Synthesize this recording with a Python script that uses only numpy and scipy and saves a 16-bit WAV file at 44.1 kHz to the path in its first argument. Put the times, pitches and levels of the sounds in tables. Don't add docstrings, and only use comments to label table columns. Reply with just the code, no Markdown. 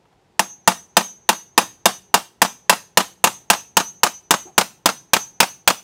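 import sys
import numpy as np
from scipy import signal
from scipy.fft import rfft, irfft, next_fast_len
from scipy.io import wavfile

SR = 44100
rng = np.random.default_rng(int(sys.argv[2]) if len(sys.argv) > 2 else 0)


def waveform_to_disk(signal):
    frames = np.transpose(np.atleast_2d(signal))
    scaled = np.clip(frames, -1, 1) * 32767
    samples = np.round(scaled).astype(np.int16)
    wavfile.write(sys.argv[1], SR, samples)


N = 257103
T = np.arange(SR) / SR

# pitch_hz, level_db
AIR_TONE = [(25, -5), (60, 2.5), (160, -0.5), (270, -10), (380, -3.5), (600, -12.5), (840, -7.5),
            (1200, -17.5), (3000, -23.5), (7000, -30), (16000, -47)]
# start_s, level_db
TICKS = [(0.054, -57), (0.127, -58)]
# pitch_hz, level_db
TICK_TONE = [(300, -10), (1000, 6), (2000, -8), (3100, -4), (4500, -19), (12000, -29)]
# start_s, level_db, pitch_hz
SHIFTS = [(0.122, -50, 780), (4.449, -35.5, 357), (4.469, -38.5, 754)]
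# start_s, force_db, claw_ring_db
BLOWS = [(0.3938, -7, -46), (0.6758, -1.5, -49), (0.9683, -0.5, -38.5), (1.2903, -2.5, -45),
         (1.5779, -1, -44), (1.8565, -0.5, -45.5), (2.1414, -0.5, -56.5), (2.418, -0.5, -44),
         (2.6957, 1, -49), (2.9726, 0.5, -53.5), (3.2405, 1, -46.5), (3.501, 0.5, -43.5),
         (3.7694, -1, -38.5), (4.0331, -1, -43.5), (4.3079, 0, -42.5), (4.5796, 1, -50.5),
         (4.8582, -1, -46.5), (5.134, -0.5, -41.5), (5.403, 0, -45.5), (5.676, -0.5, -47.5)]
# pitch_hz, level_db, fade_s
FRAME_NOTES = [(190, -20, .13), (230, -25.5, 0.14), (334, -26.5, 0.12), (484.7, -17, 0.05),
               (579.5, -21.5, 0.047), (689.3, -8, 0.049), (823, -16, 0.078), (876.2, -4.5, 0.049),
               (997.3, -12.5, .055), (1148, -15, 0.068), (1237, -14, 0.044), (1547, -19, 0.079),
               (1826, -5.5, 0.023), (2740, -15.5, 0.061), (3597, -18, 0.048), (3810, -37.5, 0.24),
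               (5010, -13.5, 0.041), (7436, -15, 0.026), (8850, -21, 0.058), (10550, -20, 0.07),
               (11100, -27, 0.05)]
# pitch_hz, level_db
CRACK_TONE = [(40, -34), (150, -14), (400, -1), (900, -2.5), (1500, 0), (2100, -6), (2900, 0), (4200, -5.5),
              (7200, -2.5), (9000, -6.5), (10000, -12), (16000, -12)]
# pitch_hz, level_db
SIZZLE_TONE = [(7000, -34), (10000, -25.5), (13200, -7.5), (14600, -1.5), (15600, 17), (16500, -14.5)]
# time_s, grip_db
PIN_GRIP = [(0.4, -16), (1.0, -3.5), (1.6, -8.5), (4.85, -23), (5.13, -0.5), (5.68, 0)]
# pitch_hz, level_db
PIN_TONE = [(300, -33.5), (1050, -13.5), (1330, -3.5), (1600, 2.5), (1850, -12), (2250, -9), (2460, 10.5),
            (2700, 0), (5800, -6), (9000, -29.5)]
# pitch_hz, level_db
CLACK_TONE = [(60, -27.5), (180, -2), (400, -5), (750, 3), (1050, 3), (1400, -0.5), (1900, -5.5),
              (3000, -8.5), (7000, -12), (12000, -26), (16000, -28.5)]
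# pitch_hz, fade_s
CLAW_NOTES = [(6004, 0.61), (6415, 0.64)]
# pitch_hz, level_db
WASH_TONE = [(100, -17), (500, -6.5), (900, -3), (1500, -3), (4000, 1), (7800, 0), (9000, 3.5), (12000, 3),
             (16000, -2)]
# pitch_hz, level_db
BOOM_TONE = [(40, -21), (110, 2.5), (170, -2.5), (300, -11.5), (900, -35), (3000, -44.5)]
# time_s, bounce_db, delay_s
BOUNCES = [(0.4, -33, 0.042), (0.7, -20.5, .042), (2.14, -23.5, 0.033), (2.42, -15, 0.031),
           (5.1, -11.5, .032), (5.4, -9.5, .026)]

CONTACT_S = .0002
KNOCK_DB, KNOCK_FALL_DB_PER_S = 6.5, 1.71
SIZZLE_DB, SIZZLE_RISE_DB_PER_S, SIZZLE_PER_GRIP = -9, 2, 0.49
TURN_S, TURN_WIDTH_S, TURN_DB = .11, 0.045, 6
RECEDE_DB_PER_S = 13


def amp(db):
    return 10 ** (np.asarray(db) / 20)


def fade(fade_s):
    return np.exp(-np.log(1000) * T / fade_s)


def values_at(table, time_s):
    times, *columns = np.transpose(table)
    return [np.interp(time_s, times, column) for column in columns]


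def filtered(sound, gain_at):
    size = next_fast_len(len(sound) + 8192)
    return irfft(rfft(sound, size) * gain_at(np.fft.rfftfreq(size, 1 / SR)), size)[:len(sound)]


def noise(tone, size):
    pitch_hz, level_db = np.transpose(tone)
    hiss = rng.standard_normal(size)
    hiss = filtered(hiss, lambda hz: amp(np.interp(np.log(hz + 1), np.log(pitch_hz + 1), level_db)))
    return hiss / np.std(hiss)


def burst(tone, fade_s, rise_s=CONTACT_S):
    return noise(tone, len(T)) * (1 - np.exp(-T / rise_s)) * fade(fade_s)


def add(track, start_s, sound):
    start = max(round(start_s * SR), 0)
    track[start:start + len(sound)] += sound[:max(len(track) - start, 0)]


def room_air(level_db=-57.5):
    return amp(level_db) * noise(AIR_TONE, N)


def handling_ticks():
    track = np.zeros(N)
    for start_s, level_db in TICKS:
        add(track, start_s, amp(level_db) * burst(TICK_TONE, fade_s=0.051))
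    return track


def frame_shifts(width=0.097, rise_s=0.0031, fade_s=0.19):
    track = np.zeros(N)
    for start_s, level_db, hz in SHIFTS:
        hiss = rng.standard_normal(len(T))
        hollow = filtered(hiss, lambda f: 1j * f * width * hz / (hz * hz - f * f + 1j * f * width * hz))
        shape = (1 - np.exp(-T / rise_s)) * fade(fade_s)
        add(track, start_s, amp(level_db - 5) * hollow / np.std(hollow) * shape)
    return track


def frame_ring(scatter_db, detune):
    hz, level_db, fade_s = np.transpose(FRAME_NOTES)[:, :, None]
    level_luck, pitch_luck = rng.standard_normal((2, len(FRAME_NOTES), 1))
    sign = (-1) ** np.arange(len(FRAME_NOTES))[:, None]
    notes = np.sin(2 * np.pi * hz * (1 + detune * pitch_luck) * T)
    return np.sum(sign * amp(level_db + scatter_db * level_luck) * fade(fade_s) * notes, axis=0)


def strike(start_s, force_db, heave_hz=965):
    grip_db, = values_at(PIN_GRIP, start_s)
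    knock = amp(KNOCK_DB - KNOCK_FALL_DB_PER_S * start_s) * frame_ring(scatter_db=1.5, detune=0.0064)
    heave = amp(6) * fade(0.0082) * np.sin(2 * np.pi * heave_hz * T)
    crack = amp(2.5) * burst(CRACK_TONE, fade_s=0.036)
    sizzle_db = SIZZLE_DB + SIZZLE_RISE_DB_PER_S * start_s + SIZZLE_PER_GRIP * grip_db
    sizzle = amp(sizzle_db) * burst(SIZZLE_TONE, fade_s=0.026, rise_s=0.0007)
    pin = amp(grip_db) * burst(PIN_TONE, fade_s=0.042)
    buzz = amp(-13.5) * burst(CLACK_TONE, fade_s=0.16, rise_s=0.0027)
    return amp(force_db) * (knock + heave + crack + sizzle + pin + buzz)


def claw_ring(ring_db, scatter_db=1.5, bend_hz=10., speed_up_s=.05):
    ring = np.zeros(len(T))
    levels_db = ring_db + scatter_db * rng.standard_normal(len(CLAW_NOTES))
    lift = T - speed_up_s * (1 - np.exp(-T / speed_up_s))
    for (hz, fade_s), level_db in zip(CLAW_NOTES, levels_db):
        phase = 2 * np.pi * hz * T
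        speed = rng.uniform(.5, 2, (2, 1))
        frame_lag, floor_lag = 2 * np.pi * (rng.random((2, 1)) + bend_hz * speed * lift)
        echoes = np.sin(phase - frame_lag) + np.sin(phase - floor_lag)
        ring += amp(level_db) * fade(fade_s) * (np.sin(phase) + .5 * echoes)
    return ring


def room_echo(sound, wash_db=-17.0, boom_db=-36.0, rise_s=0.00098):
    wash = burst(WASH_TONE, fade_s=0.29, rise_s=rise_s)
    boom = burst(BOOM_TONE, fade_s=0.67, rise_s=rise_s)
    tail = amp(wash_db) * wash / np.linalg.norm(wash) + amp(boom_db) * boom / np.linalg.norm(boom)
    return signal.fftconvolve(sound, tail)[:len(sound)]


def frame_bounce(clacks=3, mean_gap_s=.004, loss_db=4.5):
    sound = amp(-9) * frame_ring(scatter_db=4.5, detune=0.011)
    sound += amp(-8) * burst(CRACK_TONE, fade_s=.012)
    gaps_s = rng.gamma(3, mean_gap_s / 3, clacks)
    for k, start_s in enumerate(np.cumsum(gaps_s) - gaps_s[0]):
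        add(sound, start_s, amp(2 - loss_db * k) * burst(CLACK_TONE, fade_s=0.033))
    return sound


def hammering(claw_db=8.5):
    track = np.zeros(N)
    turning = amp(TURN_DB * np.exp(-((T - TURN_S) / TURN_WIDTH_S) ** 2) - RECEDE_DB_PER_S * T)
    for start_s, force_db, ring_db in BLOWS:
        bounce_db, delay_s = values_at(BOUNCES, start_s)
        blow = strike(start_s, force_db)
        add(blow, delay_s, amp(force_db + bounce_db) * frame_bounce())
        blow += amp(claw_db) * turning * claw_ring(ring_db)
        sideways = amp(force_db) * burst(CRACK_TONE, fade_s=.039)
        echo = room_echo(amp(-4) * blow) + room_echo(sideways)
        add(track, start_s, blow + echo)
    return track


def scene():
    return (hammering() + frame_shifts() + handling_ticks() + room_air())[None]


def record(dry, ceiling=0.79, hardness=6.6, low_cut_hz=150.0, top_hz=15700):
    sound = dry[0] / (1 + np.abs(dry[0] / ceiling) ** hardness) ** (1 / hardness)
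    sound = filtered(sound, lambda hz: 1j * hz / (low_cut_hz + 1j * hz))
    return filtered(sound, lambda hz: 1 / (1 + (hz / top_hz) ** 100))[None]


dry = scene()
out = record(dry)
waveform_to_disk(out)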